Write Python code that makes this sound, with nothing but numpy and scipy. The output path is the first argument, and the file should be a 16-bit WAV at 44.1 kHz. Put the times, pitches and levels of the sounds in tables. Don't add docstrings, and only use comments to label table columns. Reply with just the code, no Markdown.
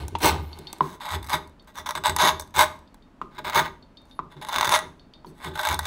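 import sys
import numpy as np
from scipy import signal
from scipy.fft import rfft, irfft
from scipy.io import wavfile
from scipy.ndimage import uniform_filter1d

SR = 44100
rng = np.random.default_rng(int(sys.argv[2]) if len(sys.argv) > 2 else 0)


def how_loud(loudness_db):
    steps = np.asarray(loudness_db, float) / 20
    return 10 ** steps


def transcribe(u):
    v = np.clip(np.atleast_2d(u).T, -1, 1)
    q = np.round(v * 32767).astype(np.int16)
    wavfile.write(sys.argv[1], SR, q)


N = 258426

# frequency_hz, density_db
AIR_SPECTRUM = [(15, -36), (25, -5.5), (97, -19.5), (223, -14.5), (256, -12.5), (363, -23), (516, -26.5),
                (624, -22.5), (754, -30), (840, -26), (16000, -65)]
AIR_DB = -53.5
# frequency_hz, t60_s
ROOM_DECAY = [(250, 0.38), (1000, 0.27), (4000, 0.32), (12000, 0.18)]
ROOM_DB = -16
# start_s, boom_db, rumble_db
BENCH_HEAVES = [(.01, -30.5, -35.5), (.13, -35.5, -38.5), (0.249, -29.5, -27.5), (0.328, -26, -29),
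                (.42, -34.5, -38), (.6, -54, -40), (0.818, -50, -29.5), (1.143, -31, -36.5),
                (1.338, -41, -34), (1.791, -50, -49), (1.88, -51, -46), (1.971, -47, -37),
                (2.098, -33.5, -32), (2.235, -48, -25.5), (2.33, -39, -36), (2.58, -37.5, -30),
                (3.229, -69, -41), (3.39, -59, -41), (3.47, -48, -40.5), (3.569, -42, -28),
                (4.231, -56, -46.5), (4.37, -63, -41.5), (4.44, -54, -47), (4.569, -45, -37),
                (4.68, -44, -33.5), (4.828, -49, -38.5), (5.27, -63, -42), (5.468, -40.5, -33.5),
                (5.712, -32.5, -33.5), (5.82, -34.5, -46)]
# centre_hz, width_hz, level_db
BENCH_MODES = [(145.7, 11, 9.5), (182.8, 31, 2), (254, 23, 0.5), (312.3, 22, 2), (383, 45, 4)]
# start_s, peak_db
FAR_CLICKS = [(0.5292, -34.5), (0.6704, -28), (1.5958, -44), (2.8753, -50), (3.0229, -52), (3.8252, -44.5),
              (3.9708, -37.5), (4.1112, -40.5), (4.9953, -42), (5.1367, -37), (5.2674, -43)]
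# centre_hz, width_hz, level_db
FAR_CLICK_MODES = [(3670, 14, 3.5), (4020, 150, -7), (4430, 45, 4.5), (4950, 130, -7.5), (4210, 1200, -9.5)]
# start_s, end_s, top_hz, end_hz, level_db
SKIN_SQUEAKS = [
    (0.366, .54, 14900, 10100, -64),
    (.37, .5, 14000, 12100, -65),
    (4.107, 4.19, 11240, 9900, -73),
    (4.12, 4.177, 13900, 13300, -78),
    (4.12, 4.204, 10400, 9800, -71),
]
# start_s, peak_db
CHIP_TICKS = [(0.0816, -29.5), (0.1865, -35), (0.1927, -39), (0.2572, -10.5), (0.5891, -38.5),
              (0.7291, -26.5), (0.7791, -55), (1.1148, -31), (1.2287, -36), (1.2713, -37), (1.2955, -27.5),
              (2.1635, -14), (2.397, -24.5), (2.422, -38), (2.475, -48), (2.5071, -53.5), (3.3497, -57),
              (5.6125, -25.5), (5.7274, -24.5), (5.7436, -22), (5.791, -15.5)]
# start_s, peak_db
CRUMB_TICKS = [(0.5876, -37.5), (0.784, -42.5), (1.475, -48), (1.495, -54), (1.6247, -59), (1.6454, -63),
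               (2.7615, -53), (2.7906, -51), (2.9437, -46), (3.3886, -39), (4.0168, -59), (4.0542, -56.5),
               (4.0694, -63.5), (4.0966, -60)]
# centre_hz, width_hz, level_db
CHIP_MODES = [(3470, 1200, -5), (6280, 1700, -5.5), (8450, 1600, -0.5), (13000, 4100, -7)]
# start_s, peak_db, low_hz, high_hz, high_note_db
TOOL_KNOCKS = [
    (0.152, -12, 926, 1126, -15),
    (0.807, -6.5, 1016, 1002, -5),
    (3.215, -19, 1070, 1200, -0.5),
    (4.191, -16.5, 1033, 1156, -0.5),
    (5.246, -31, 960, 1150, -11),
]
KNOCK_CRACKS = [-9, -23, -24, -25.5, -34]
# centre_hz, width_hz, level_db
FIRST_PLATE_MODES = [(882, 156, 1.5), (993, 250, -4), (1200, 63, -6), (1520, 75, -10), (1860, 240, -17),
                     (2170, 65, -7.5), (2596, 470, -17), (3160, 240, -15.5), (3570, 190, -14),
                     (4180, 220, -15), (4570, 120, -17), (620, 300, -11), (322, 75, -5),
                     (5630, 2000, -27.5)]
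# centre_hz, width_hz, level_db
PLATE_MODES = [(624, 42, -1), (887, 41, 3), (974, 111, 3), (1070, 160, 2), (1207, 140, -4), (1363, 87, -6),
               (1502, 163, -2.5), (1932, 72, -2), (2092, 200, -5.5), (2630, 990, -17.5), (3567, 178, -3),
               (3756, 190, -6.5), (3890, 1000, -22), (1300, 1000, -8)]
# centre_hz, width_hz, level_db
BLADE_MODES = [(4820, 170, 3), (5870, 740, 0), (6290, 510, 0.5), (8020, 220, 4), (9620, 350, -4),
               (9890, 600, -3), (11200, 260, -5), (11330, 240, -0.5), (13440, 600, -9), (13060, 1100, -5.5),
               (15000, 1700, -5), (7100, 4200, -18)]
# start_s, peak_db
EDGE_SNAPS = [(0.2103, -33), (0.2198, -18), (.2344, -11), (1.002, -39), (1.0558, -26.5), (1.0897, -26),
              (1.1587, -34), (1.2438, -31.5), (1.2648, -36), (1.3022, -20), (1.671, -63), (1.756, -32.5),
              (1.7904, -37.5), (1.862, -33.5), (1.8895, -24.5), (1.908, -17.5), (1.952, -25.5),
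              (1.973, -32), (2.038, -19), (2.0578, -8), (2.068, -8.5), (2.0795, -13), (2.0962, -10.5),
              (2.1866, -15.5), (2.201, -18), (2.2204, -14.5), (2.5624, -16), (3.3822, -43), (4.3274, -59),
              (4.79, -16.5)]
# start_s, peak_db
GRAIN_STEPS = [(3.4428, -38), (3.498, -17.5), (3.5232, -30), (3.5327, -21), (3.5475, -14), (3.5581, -15),
               (4.4134, -42), (4.4235, -34), (4.464, -40), (4.4867, -23.5), (4.5262, -21), (4.5422, -18),
               (4.5606, -9.5), (4.5839, -11), (4.6103, -6.5), (4.627, -20), (4.6463, -10), (4.6709, -21),
               (4.693, -9.5), (4.7112, -25), (5.4462, -23), (5.5544, -29), (5.5738, -35), (5.5912, -26),
               (5.6317, -19), (5.6517, -12), (5.672, -11.5), (5.6882, -9.5), (5.7104, -23), (5.8542, -17)]
# start_s, bite_s, hold_s, level_db, brightness_db
SWEEPING_CUTS = [
    (.2, 0.043, 0.047, -11, -12.5),
    (1.06, 0.08, 0.0091, -28.5, -10),
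    (1.285, 0.051, 0.0065, -20, -9),
    (1.74, 0.048, .004, -33, -10),
    (2.18, .019, 0.094, -18, -8.5),
    (2.54, 0.052, 0.033, -16, -9.5),
    (3.538, 0.018, 0.039, -19, -9.5),
    (4.7, 0.024, 0.036, -17, -8),
    (5.385, 0.058, 0.037, -35.5, -12.5),
]
# start_s, length_s, first_db, last_db, brightness_db
JERK_RUBS = [(1.225, 0.05, -39, -47, -3), (1.858, 0.051, -26.5, -27, -10.5), (1.95, 0.024, -25, -22, -11.5),
             (2.035, 0.018, -34, -11, -12.5), (2.061, 0.064, -20, -26, -12),
             (2.165, 0.021, -20.5, -28.5, -23), (3.445, 0.039, -25, -15, -13),
             (3.516, 0.054, -27.5, -28.5, -18), (4.412, 0.032, -36, -29, -15),
             (4.468, 0.027, -34.5, -25, -13), (4.507, .146, -24.5, -19, -12.5),
             (4.653, 0.04, -16.5, -24.5, -8.5), (5.535, 0.041, -31, -28, -12), (5.584, 0.17, -21, -22, -11),
             (5.698, 0.041, -16.5, -17, -12), (5.8, .016, -32, -27, -16), (5.828, 0.036, -24, -27.5, -10.5)]
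# start_s, length_s, first_db, last_db, brightness_db
LIGHT_DRAGS = [(0, 0.1, -32, -57, -17.5), (.07, 0.14, -47.5, -56, -18), (.3, 0.15, -20, -48, -25),
               (.42, 0.353, -47.5, -46.5, -18), (.82, 0.13, -48.5, -47, -6),
               (1.005, 0.14, -39.5, -35.5, -12), (1.672, 0.033, -49, -54.5, -10.5),
               (2.393, 0.0072, -58, -51.5, 11.5), (3.31, 0.057, -59.5, -49.5, -18),
               (3.378, 0.0055, -51, -33, -21), (3.613, 0.049, -37, -31, -17),
               (4.06, .055, -77.5, -62.5, -5), (4.3, 0.024, -65, -47, -17), (4.365, 0.038, -52.5, -62, -33),
               (5.257, 0.042, -65, -67, 6), (5.33, 0.059, -76, -54, -6), (5.5, 0.011, -61, -43.5, -18)]


def level(x, db):
    return x * how_loud(db) / np.sqrt(np.mean(x ** 2))


def band(x, hz, width):
    return signal.lfilter(*signal.iirpeak(hz, hz / width, fs=SR), x)


def ring(x, modes):
    return sum((-1) ** k * how_loud(db) * band(x, hz, width) for k, (hz, width, db) in enumerate(modes))


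def roam(x, modes, spread_db):
    share = how_loud(spread_db * rng.standard_normal((len(modes), 30)))
    share = np.repeat(share, N // 30 + 1, axis=1)
    out = np.zeros(N)
    for k, (hz, width, db) in enumerate(modes):
        top = band(x * share[k, :N], hz, width)
        out += how_loud(db) * band(top, hz, 1.8 * width)
    return out


def colour(x, points):
    hz, db = np.transpose(points)
    f = np.maximum(np.arange(len(x) // 2 + 1) * SR / len(x), 1)
    gain = how_loud(np.interp(np.log(f), np.log(hz), db))
    return irfft(rfft(x) * gain, len(x))


def walk(rate_hz):
    hold = int(SR / rate_hz)
    steps = np.repeat(rng.standard_normal(N // 100), hold)[:N]
    return uniform_filter1d(steps, hold // 2)


def fade(seconds, t60):
    return np.exp(-np.log(1000) * np.arange(int(seconds * SR)) / SR / t60)


def add(out, s, x):
    i = int(s * SR)
    out[i:i + len(x)] += x[:N - i]


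def bursts(times, levels_db, t60, run_on):
    out = np.zeros(N)
    shapes = run_on * rng.standard_normal((len(times), SR // 40)) * fade(1 / 40, t60)
    shapes[:, 0] = 1
    for s, db, shape in zip(times, levels_db, shapes):
        add(out, s, how_loud(db) * shape)
    return out


def still_air():
    return level(colour(rng.standard_normal(N), AIR_SPECTRUM), AIR_DB)


def room(x):
    tail = np.zeros(SR // 2)
    for hz, t60 in ROOM_DECAY:
        tail += band(rng.standard_normal(SR // 2), hz, hz * 1.8) * fade(1 / 2, t60) / np.sqrt(hz)
    tail = colour(tail, [(100, -6), (16000, 5.0)])
    tail[:int(.006 * SR)] = 0
    tail /= np.sqrt(np.sum(tail ** 2))
    return x + how_loud(ROOM_DB) * signal.fftconvolve(x, tail)[:N]


def heaves(s, db, rise_db_per_s, fall_db_per_s):
    since = np.arange(0, N, 32)[:, None] / SR - s
    loss_db = np.maximum(fall_db_per_s * since, -rise_db_per_s * since)
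    return np.repeat(how_loud(db - loss_db).max(axis=1), 32)[:N]


def bench():
    s, boom_db, rumble_db = np.transpose(BENCH_HEAVES)
    boom_hz = 77
    boom = band(band(rng.standard_normal(N), boom_hz, 9), boom_hz, 33)
    boom /= uniform_filter1d(np.abs(boom), 3000) + 0.39 * np.std(boom)
    rumble = ring(rng.standard_normal(N), BENCH_MODES)
    boom = heaves(s, boom_db, 400, 85) * level(boom, 0)
    rumble = heaves(s, rumble_db, 795, 129.5) * level(rumble, -2.3)
    return boom + rumble


def far_clicks():
    force, length = np.zeros(N), 1 / 7
    shape = fade(length, 0.014) + 0.15 * fade(length, 0.29)
    for s, db in FAR_CLICKS:
        add(force, s, how_loud(db + 17) * rng.standard_normal(len(shape)) * shape)
    return ring(band(force, 3300, 1300), FAR_CLICK_MODES)


def squeaks():
    out = np.zeros(N)
    for start, end, top_hz, end_hz, db in SKIN_SQUEAKS:
        u = np.linspace(0, 1, int((end - start) * SR))
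        arch = np.polyfit([0, .4, 1], [.93 * top_hz, top_hz, end_hz], 2)
        phase = 2 * np.pi * np.cumsum(np.polyval(arch, u)) / SR
        add(out, start, how_loud(db) * np.sin(np.pi * u) ** .5 * np.sin(phase))
    return out * (.7 + .9 * walk(350))


def chips():
    s, db = np.transpose(CHIP_TICKS + CRUMB_TICKS)
    force = bursts(s, db + 14.5, 0.017, 0.29)
    return how_loud(9) * force, ring(force, CHIP_MODES)


def knocks():
    note, blow = np.zeros(N), np.zeros(N)
    t = np.arange(int(.1 * SR)) / SR
    swell = (1 - np.exp(-t / .001)) * fade(len(t) / SR, 0.026)
    for s, db, low_hz, high_hz, high_db in TOOL_KNOCKS:
        pair = np.sin(2 * np.pi * low_hz * t) + how_loud(high_db) * np.sin(2 * np.pi * high_hz * t)
        add(note, s, -how_loud(db) * swell * pair)
        add(blow, s, how_loud(db) * np.hanning(12))
    crack = bursts(np.array(TOOL_KNOCKS)[:, 0], KNOCK_CRACKS, 0.045, .3)
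    crack = band(band(crack, 2600, 1900), 2800, 2500)
    thud = how_loud(7.5) * ring(blow, BENCH_MODES)
    return blow, how_loud(3) * note + thud + crack


def plate(force):
    move, tail = int(.79 * SR), SR // 5
    out = roam(np.r_[np.zeros(move), force[move:]], PLATE_MODES, 1.5)
    out[:move + tail] += ring(np.r_[force[:move], np.zeros(tail)], FIRST_PLATE_MODES)
    return out


def pressure(strokes, db):
    out = np.zeros((2, N))
    for s, length, first_db, last_db, bright_db in strokes:
        i = np.arange(int(s * SR), min(int((s + length + .08) * SR), N))
        t = i / SR - s
        force_db = np.interp(t, [0, length], [first_db, last_db])
        force_db = force_db - 653 * np.maximum(t - length, 0)
        touch = np.clip(t / 0.00087, 0, 1)
        gain = touch * how_loud(db + force_db + np.array([[0], [bright_db]]))
        out[:, i] = np.maximum(out[:, i], gain)
    return out


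def phases(cuts):
    strokes = []
    for s, bite, hold, db, bright_db in cuts:
        shaving_db = db - 10.5
        strokes.append((s, bite, db - 22.5, db, bright_db))
        strokes.append((s + bite, hold, db, db, bright_db))
        strokes.append((s + bite + hold, 0.092, shaving_db, shaving_db - 27.5, bright_db - 16))
    return strokes


def grip():
    t = np.arange(N) / SR
    s = np.sort(np.array(EDGE_SNAPS + GRAIN_STEPS)[:, 0])
    since = t - s[np.maximum(np.searchsorted(s, t) - 1, 0)]
    return how_loud(-12 * np.clip(since / .02, 0, 1))


def tearing(per_second, scatter_db, hiss, chatter_db):
    sizes = how_loud(scatter_db * rng.exponential(size=N)) * rng.choice([-1, 1], N)
    breaks = (rng.random(N) < per_second / SR) * sizes
    force = level(breaks, 0) + hiss * rng.standard_normal(N)
    chatter_hz = 169.3 * (1 + .17 * walk(90))
    slip = np.cumsum(chatter_hz / SR) % 1
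    return level(force * how_loud(0.64 * walk(110) - chatter_db * slip), 0)


def gouge():
    push = pressure(LIGHT_DRAGS + phases(SWEEPING_CUTS), 0.45) + grip() * pressure(JERK_RUBS, -0.93)
    dull, sharp = push * tearing(2800, 2.8, .7, 12)
    s, db = np.transpose(EDGE_SNAPS + GRAIN_STEPS)
    just_after = np.minimum(((s + .004) * SR).astype(int), N - 1)
    on_plate, on_blade = push[:, just_after] + 1e-9
    bright = np.clip(on_blade / on_plate, 0, .4)
    probe = rng.standard_normal(SR // 4)
    dull = how_loud(-0.93) * dull / np.std(ring(probe, PLATE_MODES))
    dull += bursts(s, db + 24.5, 0.023, 0.023)
    sharp = how_loud(-3.0) * sharp / np.std(ring(probe, BLADE_MODES))
    sharp += bursts(s, db + 20 * np.log10(bright) + 19, 0.018, 0.11)
    crack = band(bursts(s, db + 12.5, 0.0038, 0.14), 1700, 2200)
    return dull, roam(sharp, BLADE_MODES, 3) + crack


def scene():
    forces, sounds = zip(gouge(), chips(), knocks())
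    near = plate(sum(forces)) + sum(sounds) + far_clicks() + squeaks()
    return (room(near) + bench() + still_air())[None]


def top_cut(x):
    return signal.sosfilt(signal.butter(12, 17010, fs=SR, output="sos"), x)


def record(dry):
    soft = .8 * np.tanh(dry / .8)
    low_pass = signal.ellip(8, .2, 28, 15750, fs=SR, output="sos")
    finished = signal.sosfilt(low_pass, soft)
    return top_cut(finished)


dry = scene()
out = record(dry)
transcribe(out)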